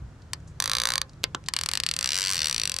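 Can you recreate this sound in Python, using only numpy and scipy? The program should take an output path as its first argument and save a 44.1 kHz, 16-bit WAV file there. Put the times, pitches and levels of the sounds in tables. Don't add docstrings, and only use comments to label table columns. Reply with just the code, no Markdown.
import sys
import numpy as np
from scipy import signal
from scipy.fft import rfft, irfft
from scipy.io import wavfile
from scipy.ndimage import uniform_filter1d

SR = 44100
rng = np.random.default_rng(int(sys.argv[2]) if len(sys.argv) > 2 else 0)


def transcribe(u):
    v = np.clip(np.atleast_2d(u).T, -1, 1)
    q = np.round(v * 32767).astype(np.int16)
    wavfile.write(sys.argv[1], SR, q)


N = 123479

# time in seconds, speed in teeth per second.
CRANK_SPEED = [(0.6017, 39.23), (0.634, 59.91), (0.687, 49.33), (0.786, 63.73), (0.838, 51.74),
               (0.898, 65.77), (0.949, 52.54), (0.969, 41.83), (1.02, 16.94)]
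RUN_SPEED = [(1.5373, 24.58), (1.558, 42.3), (1.631, 42.79), (1.689, 33.4), (1.749, 57.44), (1.791, 34.82),
             (1.811, 25.92), (1.881, 42.36), (1.968, 36.68), (2.038, 63.94), (2.09, 63.54), (2.172, 97.15),
             (2.26, 93.3), (2.32, 98.34), (2.403, 75.27), (2.478, 77.77), (2.539, 55.28), (2.576, 57.52),
             (2.742, 42.18), (2.8, 46.27)]
# time in seconds, level of the lows in dB,
# of the middle in dB, of the treble in dB, left minus right in dB (before the band offsets below).
CRANK_LEVEL = [(0.6, -33, -30.5, -27, 0), (0.66, -34.5, -30.5, -30.5, 0.3), (0.72, -31, -26, -30.5, -0.2),
               (0.78, -36, -26, -31.5, -1.3), (0.85, -32.5, -29, -30, 1), (0.92, -32, -30, -32.5, 1.5),
               (0.97, -31, -25.5, -29, 0.5), (1.02, -33.5, -27.3, -29.5, 1.5)]
RUN_LEVEL = [(1.54, -37, -28.5, -30.5, 2.5), (1.57, -37, -25.5, -31.5, 3.0), (1.62, -40, -33.5, -32, 3.7),
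             (1.69, -38.5, -30, -31.5, 3.7), (1.73, -37, -28, -30.9, 3.3), (1.85, -41, -27, -33, 3.5),
             (1.91, -44, -26.5, -30.5, 3.2), (1.96, -43.5, -32, -30.5, 3.4), (2.05, -38.5, -30, -30, 3.5),
             (2.13, -49, -26, -32, 4), (2.18, -43, -32.5, -30.5, 4.3), (2.28, -45, -26.6, -32.5, 4.0),
             (2.31, -43, -34, -30, 4.1), (2.41, -45.5, -26.5, -33, 3.8), (2.5, -42, -31.5, -30.5, 3.8),
             (2.61, -46.5, -25, -29.5, 3.9), (2.68, -48, -31, -30.5, 4.4), (2.79, -43, -31.5, -30.5, 3.6)]
# start in seconds, then the same four columns.
LONE_CLICKS = [(.3334, -35, -30.5, -30, 3), (1.4857, -34.5, -30, -31.5, 2)]
# pitch in Hz, rough width in Hz, gain in dB when cranked,
# gain in dB when running free.
SHELL_RESONANCES = [(1133, 340, 4, 1), (1540, 870, 2.5, -2.5), (1940, 660, -1, 1.5), (2860, 910, -4, 4.5),
                    (3600, 370, 8.5, 3), (4003, 120, 11, 8.5), (4522, 370, 11, 12), (5040, 350, 2.5, 7),
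                    (5580, 1250, -3.5, 2.5), (6116, 530, 6, 4), (7780, 990, -3.5, 6.5),
                    (8950, 870, 0.5, 3.5), (11850, 1300, -8.5, -6), (14700, 1500, -28, -39)]
# pitch in Hz, relative level in dB, seconds to fade by 60 dB.
ROD_TONES = [(490.5, 9, 0.25), (530.4, 15.5, 0.19), (828, 6.5, 0.18), (1044, 17.5, 0.15), (1205, -2, 0.05),
             (1640, -8, 0.052), (3700, -26, .15), (4600, -6, 0.11)]
# time in seconds, strongest level in dB against the shell.
SPRING_LEVEL = [(1.5, -17), (1.95, -16), (2.08, -3.5), (2.2, -6), (2.3, -10), (2.38, 1), (2.5, 0.5),
                (2.62, 2), (2.79, -7)]
# start in seconds, rms over 10 ms in dB, chatter decay in seconds.
SNAPS = [(1.2348, -36.5, 0.0031), (1.2401, -19.5, 0.00067)]
KNOCKS = [(1.3476, -26, 0.0021)]
# frequency in Hz, relative gain in dB.
SNAP_COLOUR = [(100, -24), (400, -10), (470, -5), (525, 4.5), (600, -9), (800, -16.5), (1500, -9.5),
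               (2400, -5.5), (3400, -3), (5000, -3.5), (6300, -11), (7800, -11), (9500, -23),
               (12500, -15.5), (16000, -50)]
KNOCK_COLOUR = [(90, -41), (220, -3.5), (480, -0.5), (900, 1.5), (1450, 4), (2200, -13.5), (3300, 1.5),
                (4500, -10), (7500, -8.5), (9500, -32), (13500, -35), (16000, -72)]
# start in seconds, rms over 10 ms in dB, centre in Hz,
# decay in seconds.
TICKS = [(0.2196, -59.5, 4500, .004), (.402, -67, 6960, 0.0024), (0.475, -55, 6800, 0.018),
         (1.0943, -53.5, 4700, 0.0036), (1.1333, -60, 4520, 0.0029), (1.4401, -54.5, 3000, 0.001),
         (1.4606, -47, 4500, 0.0069)]
# frequency in Hz, relative gain in dB.
AIR_COLOUR = [(20, -26), (35, -10), (58, -1.5), (75, -1.5), (100, -2.5), (120, -5), (145, -2), (210, -15.5),
              (380, -21), (530, -23.5), (1020, -28.5), (1400, -27), (2350, -37.5), (3720, -41), (7000, -43),
              (9300, -51), (12500, -58), (14000, -85)]
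# time in seconds, relative level in dB.
RUMBLE_LEVEL = [(0, 7), (.1, 3.5), (.17, 0.5), (.42, 3.5), (.58, 3), (1.0, 1), (1.3, 3), (1.55, 0),
                (1.75, 2), (2.0, 0), (2.25, -2.5), (2.37, 1), (2.5, 1), (2.6, 1), (2.8, -2.5)]
# frequency in Hz, relative gain in dB.
WHIRR_COLOUR = [(200, -23), (650, -12), (1050, -3), (1600, 13), (3500, 3), (6000, -2.5), (9000, 1.5),
                (12500, -18.5), (14000, -32)]

SIZE = 2048
T = np.arange(SIZE) / SR
F = np.maximum(np.fft.rfftfreq(SIZE, 1 / SR), 1)
ALL_F = np.maximum(np.fft.rfftfreq(N, 1 / SR), 1)
SIDES = np.array([[1], [-1]])

AIR_DB, RUMBLE_EDGE_HZ, AIR_WIDE_HZ = -45, 290, 660
WIDTH, WIDE_ABOVE_HZ = 0.13, 13400
RATTLE_S, RATTLE_HZ = 0.005, 3900
TOOTH_LIKENESS, CLICK_SCATTER_DB = 0.858, 1.3
LOW_EDGE_HZ, HIGH_EDGE_HZ = 2020, 5160
BAND_PAN_DB = np.array([-4, -1.6, 0])
SPRING_HZ, SPRING_S = 5770, 0.0017
CRANK_ROD_DB, RUN_ROD_DB, LONE_ROD_DB = -33, -40, -50.5
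SNAP_ROD_DB, KNOCK_ROD_DB = -42.5, -42
WHIRR_DB, WHIRR_DB_PER_DOUBLING, WHIRR_AT_TEETH_PER_S = -43.5, 12, 77.6
GROUND_S, BANK_DB, BANK_T60_S, BANK_HZ = 0.0085, -23, 0.099, 1680
PORT_PHASE, PORT_PHASE_HZ = 0.53, 567
TOP_HZ = 15800


def undb(db):
    return 10 ** (np.asarray(db) / 20)


def unit(x):
    return x / np.sqrt(np.sum(x ** 2) / len(np.atleast_2d(x)))


def sized(x, db):
    return unit(x) * undb(db) * np.sqrt(SR / 100)


def add(out, s, x):
    i = int(s * SR)
    if i < N:
        out[:, i:i + x.shape[-1]] += x[..., :N - i]


def follow(points, t):
    return np.interp(t, *np.array(points).T)


def colour(points, f):
    hz, db = np.array(points).T
    return undb(np.interp(np.log(f), np.log(hz), db))


def shape(x, gain):
    cepstrum = irfft(np.log(gain + 1e-6))
    cepstrum[1:SIZE // 2] *= 2
    cepstrum[SIZE // 2 + 1:] = 0
    response = np.exp(rfft(cepstrum, 2 * SIZE))
    return irfft(rfft(x, 2 * SIZE) * response)[..., :SIZE]


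def dull(x, hz):
    return signal.sosfilt(signal.butter(2, hz, fs=SR, output="sos"), x)


def stereo(noise):
    width = WIDTH + 1.3 / (1 + (WIDE_ABOVE_HZ / F) ** 10)
    return noise[0] + irfft(rfft(noise[1]) * width) * SIDES


def air():
    mid, side = rfft(rng.standard_normal((2, N))) * colour(AIR_COLOUR, ALL_F)
    width = 0.082 + 0.9 * (ALL_F / (ALL_F + AIR_WIDE_HZ)) ** 2
    both = mid + side * width * SIDES
    low = 1 / (1 + (ALL_F / RUMBLE_EDGE_HZ) ** 4)
    rumble = irfft(both * low, N) * undb(follow(RUMBLE_LEVEL, np.arange(N) / SR))
    hiss = irfft(both * (1 - low), N)
    return unit(rumble + hiss) * np.sqrt(N) * undb(AIR_DB)


def ticks():
    out = np.zeros((2, N))
    for s, db, hz, decay in TICKS:
        scuff = stereo(rng.standard_normal((2, SIZE))) * np.exp(-T / decay)
        resonance = 1 / np.hypot(1, 3 * (F / hz - hz / F))
        add(out, s, sized(shape(scuff, resonance / (1 + (F / 9800) ** 12)), db))
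    return out


def blow(noise, chatter_s, chatter_db, rattle_db):
    grain = stereo(noise)
    strike = T == 0
    chatter = undb(chatter_db) * unit(grain * np.exp(-(T / chatter_s) ** 1.1))
    rattle = undb(rattle_db) * unit(dull(grain, RATTLE_HZ) * np.exp(-T / RATTLE_S))
    force = rfft(strike + chatter + rattle)
    broad = uniform_filter1d(np.mean(abs(force) ** 2, axis=0), size=45)
    return shape(irfft(force), 1 / np.sqrt(broad))


def rod(blows, db):
    t, pushes = np.arange(SR // 2) / SR, np.zeros((1, N))
    ring = np.zeros(len(t))
    for hz, tone_db, t60 in ROD_TONES:
        ring += undb(tone_db) * np.sin(2 * np.pi * hz * t) * np.exp(-np.log(1000) * t / t60)
    for s, blow_db in blows:
        add(pushes, s, undb([db + blow_db + 2 * rng.standard_normal()]))
    return signal.fftconvolve(pushes, ring[None])[:, :N]


def shell_gain(free):
    power = undb(-28) * F ** 4 / (F ** 4 + 420 ** 4) / (1 + (F / 6000) ** 4)
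    for hz, width, cranked_db, free_db in SHELL_RESONANCES:
        detune = (F / hz - hz / F) * hz / width / 1.45
        power += undb(2 * (free_db if free else cranked_db)) / (1 + detune ** 2) ** 2
    return np.sqrt(power)


def teeth(speed, levels):
    start, end = speed[0][0], speed[-1][0]
    t = np.arange(start, end, 1 / SR)
    turned = np.cumsum(follow(speed, t)) / SR
    times = np.interp(np.arange(int(turned[-1]) + 1), turned, t)
    level_s, *columns = np.array(levels).T
    return np.array([times] + [np.interp(times, level_s, column) for column in columns]).T


def ratchet(clicks, free, chatter_s, chatter_db, rattle_db, rod_db):
    shell = shell_gain(free)
    spring = free * unit(np.sin(2 * np.pi * SPRING_HZ * T) * np.exp(-T / SPRING_S))
    low, high = 1 / (1 + (F / LOW_EDGE_HZ) ** 10), 1 / (1 + (HIGH_EDGE_HZ / F) ** 20)
    bands = [low, 1 - low - high, high]
    out, noise = np.zeros((2, N)), rng.standard_normal((2, SIZE))
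    for s, *band_dbs, pan_db in clicks:
        fresh = rng.standard_normal((2, SIZE))
        noise = TOOTH_LIKENESS * noise + np.sqrt(1 - TOOTH_LIKENESS ** 2) * fresh
        ringing = unit(shape(blow(noise, chatter_s, chatter_db, rattle_db), shell))
        ping = spring * rng.uniform(0.49, 1) * undb(follow(SPRING_LEVEL, s))
        spectrum = rfft(ringing + ping)
        click = np.zeros((2, SIZE))
        for band, db, pan in zip(bands, band_dbs, pan_db + BAND_PAN_DB):
            click += sized(irfft(spectrum * band) * undb(pan * SIDES / 2), db)
        scatter = undb(CLICK_SCATTER_DB * rng.standard_normal())
        add(out, s, click[:, :SIZE * 3 // 4] * scatter)
    return out + rod([(row[0], row[3]) for row in clicks], rod_db)


def whirr(speed):
    rate = np.interp(np.arange(N) / SR, *np.array(speed).T, left=1, right=1)
    mid, side = irfft(rfft(rng.standard_normal((2, N))) * colour(WHIRR_COLOUR, ALL_F), N)
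    db = WHIRR_DB + WHIRR_DB_PER_DOUBLING * np.log2(rate / WHIRR_AT_TEETH_PER_S)
    return unit(mid + 0.23 * side * SIDES) * np.sqrt(N) * undb(db)


def release(blows, points, chatter_db, rattle_db, rod_db):
    out = np.zeros((2, N))
    for s, db, decay in blows:
        hit = blow(rng.standard_normal((2, SIZE)), decay, chatter_db, rattle_db)
        add(out, s, sized(shape(hit, colour(points, F)), db))
    return out + rod([row[:2] for row in blows], rod_db)


def bank(x):
    t = np.arange(SR // 2) / SR
    fade = np.exp(-np.log(1000) * t / BANK_T60_S) * (t > GROUND_S)
    mid, side = dull(rng.standard_normal((2, len(t))), BANK_HZ) * fade
    echo = undb(BANK_DB) * unit(mid + 1.17 * side * SIDES)
    return x + signal.fftconvolve(x, echo, axes=1)[:, :N]


def scene():
    reel = ratchet(LONE_CLICKS, True, chatter_s=0.0019, chatter_db=19.5, rattle_db=7, rod_db=LONE_ROD_DB)
    reel = reel + ratchet(teeth(CRANK_SPEED, CRANK_LEVEL), False,
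                          chatter_s=0.0013, chatter_db=15, rattle_db=-2.5, rod_db=CRANK_ROD_DB)
    reel = reel + release(SNAPS, SNAP_COLOUR, chatter_db=10.5, rattle_db=-6, rod_db=SNAP_ROD_DB)
    reel = reel + release(KNOCKS, KNOCK_COLOUR, chatter_db=16, rattle_db=-3, rod_db=KNOCK_ROD_DB)
    reel = reel + ratchet(teeth(RUN_SPEED, RUN_LEVEL), True,
                          chatter_s=0.0012, chatter_db=9.5, rattle_db=-6, rod_db=RUN_ROD_DB)
    reel = reel + whirr(CRANK_SPEED) + whirr(RUN_SPEED)
    return bank(reel + ticks()) + air()


def record(dry):
    lead = PORT_PHASE * ALL_F ** 2 / (ALL_F ** 2 + PORT_PHASE_HZ ** 2)
    ports = irfft(rfft(dry) * np.exp(-0.5j * lead * SIDES), N)
    return signal.sosfilt(signal.ellip(8, 0.2, 70, TOP_HZ, fs=SR, output="sos"), ports)


dry = scene()
out = record(dry)
transcribe(out)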